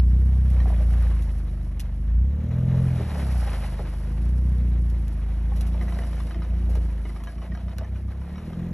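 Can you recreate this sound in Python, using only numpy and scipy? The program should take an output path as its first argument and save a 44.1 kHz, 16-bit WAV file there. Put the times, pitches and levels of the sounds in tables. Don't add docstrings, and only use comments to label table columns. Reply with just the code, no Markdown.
import sys
import numpy as np
from scipy import signal
from scipy.fft import rfft, irfft, next_fast_len
from scipy.io import wavfile
from scipy.ndimage import uniform_filter1d

SR = 44100
rng = np.random.default_rng(int(sys.argv[2]) if len(sys.argv) > 2 else 0)


def wav_record(signal):
    frames = np.transpose(np.atleast_2d(signal))
    bounded = np.clip(frames, -1, 1)
    quanta = np.round(bounded * 32767).astype(np.int16)
    wavfile.write(sys.argv[1], SR, quanta)


N = 384993
TIME = np.arange(N) / SR
FFT_SIZE, TAPS = next_fast_len(N + 8192), 16384
BIN_HZ = np.arange(FFT_SIZE // 2 + 1) * SR / FFT_SIZE
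FILTER_HZ = np.arange(TAPS // 2 + 1) * SR / TAPS


# time in seconds, turns per second.
CRANK_SPEED = [(0, 30.45), (0.08, 29.78), (0.2, 31.6), (0.45, 31.85), (0.58, 29.88), (0.72, 28.52),
               (0.97, 29.14), (1.1, 28.01), (1.25, 26.64), (1.45, 25.23), (1.9, 24.38), (2.03, 26.14),
               (2.15, 28.88), (2.3, 34.68), (2.45, 39.01), (2.56, 42.2), (2.72, 42.77), (2.82, 43.43),
               (2.92, 42.62), (3.03, 39.16), (3.15, 35.53), (3.35, 30.28), (3.52, 26.71), (3.7, 25.34),
               (4.0, 25.73), (4.15, 26.92), (4.3, 30.3), (4.45, 31.09), (4.7, 29.34), (4.95, 28.53),
               (5.15, 26.14), (5.35, 27.25), (5.6, 28.4), (5.9, 29.0), (6.1, 28.18), (6.3, 27.68),
               (6.55, 29.16), (6.75, 28.82), (6.95, 27.2), (7.2, 26.37), (7.5, 29.71), (7.8, 31.16),
               (8.0, 31.74), (8.2, 33.32), (8.35, 36.75), (8.55, 42.07), (8.73, 44.72)]
# time in seconds, relative level in dB.
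BOOM = [(0.0, -32.5), (0.7, -34.5), (1.05, -33.5), (1.55, -38), (2.0, -38), (2.22, -33), (2.45, -36),
        (2.8, -31), (3.15, -38.5), (3.4, -38), (3.9, -40.5), (4.35, -37), (4.85, -37), (5.15, -38.5),
        (5.6, -37), (5.95, -41.5), (6.35, -41.5), (6.75, -36), (7.3, -47.5), (8.1, -43), (8.45, -44),
        (8.65, -42)]
# time in seconds, relative level in dB.
BARK = [(0.0, -33.5), (0.55, -34), (1.0, -36), (1.3, -40), (1.85, -42), (2.25, -36), (2.75, -26.5),
        (3.2, -33), (3.55, -40), (4.0, -40.5), (4.3, -34.5), (4.8, -34.5), (5.2, -41), (5.85, -35.5),
        (6.3, -39.5), (6.65, -39), (7.25, -43.5), (7.55, -39), (8.15, -42), (8.32, -38.5), (8.65, -30.5)]
# time in seconds, strength of the gurgle in dB.
GURGLE = [(0, -20), (1.7, -19), (2.25, -22), (2.85, -21), (3.03, -10), (3.25, -17), (3.7, -15), (4.6, -19),
          (5.4, -15), (6.1, -11), (6.6, -13), (7.1, -10.5), (8.1, -12), (8.4, -18), (8.7, -20)]
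# time in seconds, share of the silencer submerged.
SUBMERSION = [(5.0, 0.018), (5.7, 0.9)]

def engine(cruise_turns_per_s=30, puff_depth=0.45):
    speed, boom_db, bark_db, gurgle_db, submerged = (
        curves(table)[0] for table in (CRANK_SPEED, BOOM, BARK, GURGLE, SUBMERSION))
    revs = np.log2(speed / cruise_turns_per_s)
    crank = 2 * np.pi * np.cumsum(speed) / SR
    note = exhaust(speed, revs, crank, boom_db, bark_db, gurgle_db, submerged)
    gas, shaking, air = rng.standard_normal((3, N)) * (1 + puff_depth * np.cos(crank))
    tailpipe = note * from_db(waves(lag_s=0)) + burble(gas, bark_db + gurgle_db, boom_db)
    return tailpipe + intake_roar(air, revs, submerged) + underbody(shaking)


# frequency in Hz, gain in dB.
PIPE_IN_AIR = [(22, -15), (40, 4.5), (60, 21), (82, 9), (96, 4.5), (105, -10), (116, 0), (128, 4),
               (150, -5), (175, 0), (205, -6.5), (238, -6), (275, -31), (335, -22.5), (400, -37),
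               (470, -24), (520, -31), (580, -23), (660, -29.5)]
PIPE_SUNK = [(22, -17.5), (40, 11), (60, 20), (82, 7.5), (96, 12), (106, -10), (120, -10.5), (130, -3),
             (150, -6), (175, 3.5), (205, -8), (238, -6), (275, -27), (345, -19), (400, -31), (480, -25),
             (580, -33)]

def exhaust(speed, revs, crank, boom_db, bark_db, gurgle_db, submerged, rasp_hz=234):
    in_air, sunk = log_response(PIPE_IN_AIR), log_response(PIPE_SUNK)

    def tone(order, db, waver):
        hz = order * speed
        pipe = (1 - submerged) * np.interp(hz, FILTER_HZ, in_air)
        pipe += submerged * np.interp(hz, FILTER_HZ, sunk)
        path_phase = rng.uniform(0, 2 * np.pi) * (order > 7)
        gain = from_db(db) * np.exp(pipe.real) * (1 + waver * drift(6.3))
        return gain * np.cos(order * crank + pipe.imag + path_phase)

    lope_db = -21 + 8 * revs
    drone_db = 20 * revs
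    low_orders = [(1, -6.5), (1.5, lope_db), (2, 0), (2.5, lope_db), (3, drone_db)]
    note = sum(tone(order, boom_db + db, waver=.04) for order, db in low_orders)
    uneven_db = bark_db + 1.2 * drift(33)
    for order in range(4, 16):
        rasp_db = 4 * revs * np.minimum(order * speed / rasp_hz, 1) ** 2
        note += tone(order, uneven_db + rasp_db, waver=from_db(gurgle_db))
    for order in np.arange(3.5, 14):
        growl_db = -22 + 15 * revs * np.minimum(order * speed / rasp_hz, 1.5) ** 2
        note += tone(order, bark_db + growl_db, waver=.5)
    return note


# centre in seconds, muffling in dB before the rebound,
# build and fade times in seconds.
WAVE_RUNS = [(6.326, 5.5, 0.062, 0.26), (7.463, 7, 0.26, 1)]

def waves(lag_s, period_s=.1355, rebound=1.25):
    choke_db = 0
    for centre, depth_db, build_s, fade_s in WAVE_RUNS:
        crests = np.abs(np.cos(np.pi * (TIME - centre - lag_s) / period_s)) ** 2.4
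        choke_db += depth_db * crests * swell(centre, np.where(TIME < centre, build_s, fade_s))
    return rebound * uniform_filter1d(choke_db, size=12000) / 2 - choke_db


# frequency in Hz, relative level in dB.
BURBLE_SPECTRUM = [(25, -30), (60, -22), (110, 18.5), (170, 8.5), (235, 1), (280, 3), (340, -22),
                   (400, -41), (480, -12), (600, -37), (800, -24), (1500, -43.5)]

def burble(gas, bubbling_db, boom_db, usual_boom_db=-36):
    level_db = bubbling_db + 3 + 0.13 * (boom_db - usual_boom_db)
    return from_db(level_db) * colour(gas, BURBLE_SPECTRUM)


# frequency in Hz, relative level in dB.
ROAR_SPECTRUM = [(200, -9.5), (280, -7), (380, 6), (460, 6.5), (580, 3.5), (720, -19), (1200, -21.5)]

def intake_roar(air, revs, submerged, db_per_octave=20.5, sunk_db=-3):
    return from_db(-64 + db_per_octave * revs + sunk_db * submerged) * colour(air, ROAR_SPECTRUM)


# time in seconds, relative levels of churn and spray in dB.
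TYRE_LEVELS = [(0, -59.5, -75), (0.48, -53, -72), (0.68, -48, -67.5), (0.88, -49.5, -69),
               (1.05, -48, -66.5), (1.45, -56.5, -74.5), (2.15, -58.5, -81), (2.45, -55, -85),
               (2.98, -44.5, -66.5), (3.22, -41.5, -64.5), (3.37, -46, -63), (3.51, -42, -61.5),
               (3.85, -50, -68.5), (4.35, -55.5, -73), (5.45, -53.5, -76), (5.95, -49.5, -66.5),
               (6.55, -53, -74.5), (7.2, -54.5, -71.5), (7.5, -53.5, -76.5), (8.05, -56, -79.5),
               (8.45, -51, -74.5), (8.73, -54, -84)]

def tyres(wave_share=0.75):
    churn_db, spray_db = curves(TYRE_LEVELS)
    sloshing = from_db(wave_share * waves(lag_s=0.05))
    return (slush(churn_db) + spray(spray_db)) * sloshing


# frequency in Hz, relative level in dB.
CHURN_SPECTRUM = [(200, -6), (400, 0.5), (620, 4.5), (900, -0.5), (1400, -4.5), (1900, -4), (2700, -11.5),
                  (4000, -15), (7000, -28)]

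def slush(churn_db, bubbles_per_s=900, ring_cycles=20):
    clicks = grains(bubbles_per_s * from_db(1.5 * drift(7.7)), spread_db=3.5)
    pitches = np.geomspace(430, 3800, 16)
    pitch_index = rng.integers(0, len(pitches), N)
    bubbles = np.zeros(N)
    for k, hz in enumerate(pitches):
        ringing = ring(clicks * (pitch_index == k), hz, ring_cycles / hz)
        bubbles += ringing * hz * from_db(at_hz(CHURN_SPECTRUM, hz))
    wash = colour(rng.standard_normal(N), CHURN_SPECTRUM) * from_db(2.35 * drift(22))
    return from_db(churn_db) * (from_db(-0.2) * wash + from_db(-2.95) * rms_one(bubbles))


# frequency
# in Hz, relative level in dB.
SPRAY_SPECTRUM = [(1500, -17), (3000, 8), (3900, -2.5), (4500, 9), (5600, 7), (6700, -1), (8200, 7),
                  (9500, 3), (10700, 15.5), (11600, 5.5), (12000, -25), (12600, -13.5)]

def spray(spray_db, drops_per_s=2200, width=.45):
    impacts = grains(drops_per_s, spread_db=1.0) * (1 + width * rng.standard_normal((2, N)))
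    mist = rng.standard_normal(N) + width * rng.standard_normal((2, N))
    drops = from_db(10) * colour(impacts, SPRAY_SPECTRUM)
    hiss = from_db(4.5) * colour(mist, SPRAY_SPECTRUM)
    flicker_db = 1.8 * drift(29)
    return from_db(spray_db + flicker_db) * (drops + hiss)


# start in seconds, relative level in dB,
# pitch in Hz, t60 in seconds.
PLOPS = [(0.557, -39, 544, .06), (0.657, -30, 742, 0.07), (0.671, -27.5, 292, 0.045),
         (0.702, -30.5, 724, 0.07), (0.724, -32.5, 610, .05), (0.803, -32, 613, 0.094),
         (2.736, -30, 566, 0.075), (3.0, -27, 290, 0.054), (3.008, -26.5, 490, 0.03),
         (3.154, -32, 614, .035), (3.315, -43, 620, .05), (3.462, -31, 605, 0.091),
         (3.794, -25.5, 553, 0.034), (5.519, -36, 815, 0.062), (5.746, -33, 660, 0.059),
         (5.99, -31, 483, 0.044), (6.692, -35, 510, 0.034), (6.753, -36, 627, .03),
         (6.773, -27, 330, 0.034), (6.78, -37.5, 560, 0.03), (7.053, -34, 300, .06),
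         (7.448, -39, 650, 0.069), (7.811, -35, 646, 0.058)]

def plops(gain_db=0.5, bubbling=.07):
    out, t = np.zeros(N), TIME[:6000]
    for start, db, hz, t60 in PLOPS:
        push = bubbling * rng.standard_normal(len(t)) * decay(t, t60=.1)
        push[0] += 1
        neighbours = ring(push, hz * 0.98, t60 / 2) + ring(push, hz * 1.313, t60 / 2)
        plop = ring(push, hz, t60) + .7 * neighbours
        add(out, start, from_db(db + gain_db) * plop / np.abs(plop).max())
    return out


# start in seconds, relative level in dB, pitch in Hz,
# t60 of that pitch in seconds.
KNOCKS = [(0.602, -31, 1860, .03), (5.7403, -38, 980, 0.026), (5.8123, -30.5, 2030, 0.052),
          (5.882, -33.5, 1960, 0.034), (5.923, -33, 1150, 0.013), (5.9885, -30.5, 1820, .006),
          (6.02, -35, 880, .02), (6.035, -36, 900, 0.018), (6.129, -36, 1000, 0.033),
          (6.168, -39, 1400, .02), (6.2024, -31, 1110, 0.019), (6.2711, -38, 900, 0.016),
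          (6.309, -32, 1630, 0.028), (6.3456, -33.5, 1900, 0.019), (6.42, -32.5, 1480, 0.034),
          (6.448, -38, 1230, .02), (6.7543, -33, 870, 0.023), (7.053, -34.5, 970, .03),
          (7.094, -36, 2010, 0.026), (7.1621, -35.5, 1200, 0.033), (7.2026, -37, 910, .04),
          (7.2365, -39, 1170, .02), (7.272, -30.5, 1650, .08), (7.3807, -40, 1110, 0.035),
          (7.4178, -35, 1097, 0.13), (7.437, -49, 1170, 0.045), (7.455, -54, 1000, .02),
          (7.5198, -35, 1870, 0.055), (7.5502, -34, 1640, 0.026), (7.574, -36, 1280, .03),
          (7.6819, -37.5, 1140, 0.033), (7.785, -32, 1530, 0.0089), (7.8115, -41, 1300, 0.018),
          (7.8337, -40, 855, .04), (7.846, -38, 1780, .04), (7.9594, -40.5, 1500, 0.033),
          (8.078, -54, 1200, .02), (8.217, -39, 1000, .03), (8.357, -37, 940, 0.047),
          (8.381, -36, 1260, 0.037), (8.532, -37, 1260, .03)]
# frequency in Hz, relative level in dB.
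ICE_MODES = [(680, 0.5), (1020, -2.5), (1250, -3), (1650, -7), (1950, -5), (2350, -9), (3050, -6.5),
             (3750, -12.5), (4300, -16), (5550, -13), (6100, -18.5)]

def ice_knocks(gain_db=-13.5, crunch=.012):
    out, t = np.zeros(N), TIME[:6000]
    for start, db, hz, t60 in KNOCKS:
        contact = crunch * rng.standard_normal(len(t)) ** 3 * decay(t, t60=0.085)
        contact[0] += 1
        knock = from_db(4) * ring(contact, hz, t60)
        mode_t60 = np.sqrt(t60 * 0.048)
        for mode_hz, mode_db in ICE_MODES:
            strength = rng.choice([-1, 1]) * from_db(mode_db + rng.normal(0, 1.8))
            knock += strength * ring(contact, mode_hz * rng.normal(1, 0.0436), mode_t60)
        add(out, start, from_db(db + gain_db) * knock / np.std(knock[t < .02]))
    return out


def ice_clatter(start_s=5.55, end_s=7.85, ticks_per_s=42, gain_db=-46):
    clicks = grains(ticks_per_s, spread_db=2.0) * (TIME > start_s) * (TIME < end_s)
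    return sum(from_db(gain_db + db) * ring(clicks * (rng.random(N) - .5), hz, t60=.016)
               for hz, db in ICE_MODES)


# start in seconds, relative level in dB, t60 in seconds.
CRACKS = [(0.5017, -52, 0.12), (1.222, -52, 0.096), (1.7971, -39, 0.054), (1.803, -37, 0.056),
          (4.9, -51.5, 0.056), (5.0817, -45.5, 0.04), (5.562, -50, 0.24), (5.61, -41, 0.057),
          (5.669, -49, 0.1), (5.9885, -51, 0.025), (6.696, -54, 0.23), (6.7533, -49, 0.087),
          (7.238, -50.5, 0.081), (7.7839, -40, 0.02)]
# frequency in Hz, relative level in dB.
SNAP_SPECTRUM = [(700, -25), (1200, -5), (1800, 2), (2800, 7), (4000, 4.5), (5500, 5), (7000, 1),
                 (10000, 7), (12500, 3)]

def ice_cracks(gain_db=19.5, first_snap=11):
    out, t = np.zeros(N), TIME[:4000]
    ice = impulse_response(SNAP_SPECTRUM)[:len(t)]
    for start, db, t60 in CRACKS:
        snaps = rng.standard_normal(len(t)) ** 3 / 3 * decay(t, t60)
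        snaps[0] += first_snap
        burst = signal.fftconvolve(snaps, ice)[:len(t)]
        add(out, start, from_db(db + gain_db) * burst / np.abs(burst).max())
    return out


# centre in seconds, half length in seconds, level in dB.
GROANS = [(6.008, 0.089, -43), (6.443, 0.12, -53.5), (7.412, 0.17, -55), (7.762, 0.14, -53.5)]

def groans():
    rubbing = rms_one(ring(rng.standard_normal(N), hz=667, t60=0.13))
    return rubbing * sum(from_db(db) * swell(centre, half_s) for centre, half_s, db in GROANS)


# frequency in Hz, t60 in seconds, relative level in dB.
BODY_MODES = [(284, 0.05, -71.5), (309.7, 0.069, -59.5), (337.7, 0.13, -59.5), (377, 0.14, -68.5),
              (490, 0.35, -65)]
# time in seconds, gain in dB.
HUM_GAIN = [(0, 2.5), (1.0, 2.5), (1.4, -0.5), (2.0, -1.5), (2.4, 2), (3.7, 2), (4.35, 5.5), (5.2, 2),
            (5.85, 6), (6.7, 5.5), (7.3, -1.5), (8.3, -1), (8.65, 4)]

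def underbody(shaking):
    hum = sum(from_db(db) * rms_one(ring(shaking, hz, t60)) for hz, t60, db in BODY_MODES)
    return from_db(curves(HUM_GAIN)[0]) * hum


# frequency in Hz, gain in dB.
TREE_SCATTER = [(250, -19), (500, -11), (1000, -22), (2000, -18), (4000, -9), (10000, -20)]

def forest(sound, t60=0.028, delay_s=.008):
    t = TIME[:8000]
    tail = rng.standard_normal((2, len(t))) * decay(t, t60) * (t > delay_s)
    tail /= np.sqrt(np.sum(tail ** 2, axis=1, keepdims=True))
    return sound + filtered(sound, rfft(tail, FFT_SIZE) * from_db(at_hz(TREE_SCATTER, BIN_HZ)))


def from_db(db):
    return 10 ** (np.asarray(db) / 20)


def decay(t, t60):
    return from_db(-60 * t / t60)


def rms_one(x):
    return x / np.sqrt(np.mean(x ** 2) + 1e-20)


def curves(rows):
    times, *columns = np.transpose(rows)
    return [np.interp(TIME, times, column) for column in columns]


def at_hz(rows, hz):
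    table = np.array(rows)
    return np.interp(np.log(hz + 1e-9), np.log(table[:, 0]), table[:, 1])


def drift(rate_hz, hop=40):
    pole = np.exp(-2 * np.pi * hop * rate_hz / SR)
    noise = rng.standard_normal(N // hop + 2002)
    slow = signal.lfilter([1], [1, -2 * pole, pole * pole], noise)[2000:]
    return np.interp(np.arange(N) / hop, np.arange(len(slow)), rms_one(slow))


def log_response(spectrum):
    cepstrum = irfft(np.log(from_db(at_hz(spectrum, FILTER_HZ))), TAPS)
    return rfft(np.r_[cepstrum[0], 2 * cepstrum[1:TAPS // 2]], TAPS)


def impulse_response(spectrum):
    return irfft(np.exp(log_response(spectrum)), TAPS)[:TAPS // 2]


def filtered(x, response):
    return irfft(rfft(x, FFT_SIZE) * response, FFT_SIZE)[..., :N]


def colour(x, spectrum):
    return rms_one(filtered(x, rfft(impulse_response(spectrum), FFT_SIZE)))


def ring(clicks, hz, t60):
    radius, angle = decay(1 / SR, t60), 2 * np.pi * hz / SR
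    return signal.lfilter([0, np.sin(angle)], [1, -2 * radius * np.cos(angle), radius ** 2], clicks + 1e-18)


def swell(centre_s, half_s):
    return np.exp(-np.minimum(((TIME - centre_s) / half_s) ** 2, 50))


def add(out, start_s, sound):
    start = max(int(start_s * SR), 0)
    out[start:start + len(sound)] += sound[:N - start]


def grains(per_s, spread_db):
    sizes = from_db(spread_db * np.minimum(rng.exponential(1, N), 4)) * rng.choice([-1, 1], N)
    return sizes * (rng.random(N) < per_s / SR)


def scene():
    water = tyres() + plops()
    return engine() + groans() + forest(water + ice_knocks() + ice_clatter() + ice_cracks())


# frequency in Hz, phase by which the left one leads in radians.
LEFT_LEAD = [(1900, 0), (2500, .6), (3000, .7), (3300, 1.6), (3950, .9), (4780, 3.14), (5500, 6),
             (6200, 6.3), (8500, 9.2), (9400, 9.5), (9700, 7.5), (10200, 7.3), (11050, 9.4), (11600, 12.4)]

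def record(dry, cutoff_hz=12500):
    phase_shift = np.exp(.5j * at_hz(LEFT_LEAD, BIN_HZ) * np.array([[1], [-1]]))
    lowpass = 1 / np.sqrt(1 + (BIN_HZ / cutoff_hz) ** 160)
    return filtered(dry, phase_shift * lowpass)


dry = scene()
out = record(dry)
wav_record(out)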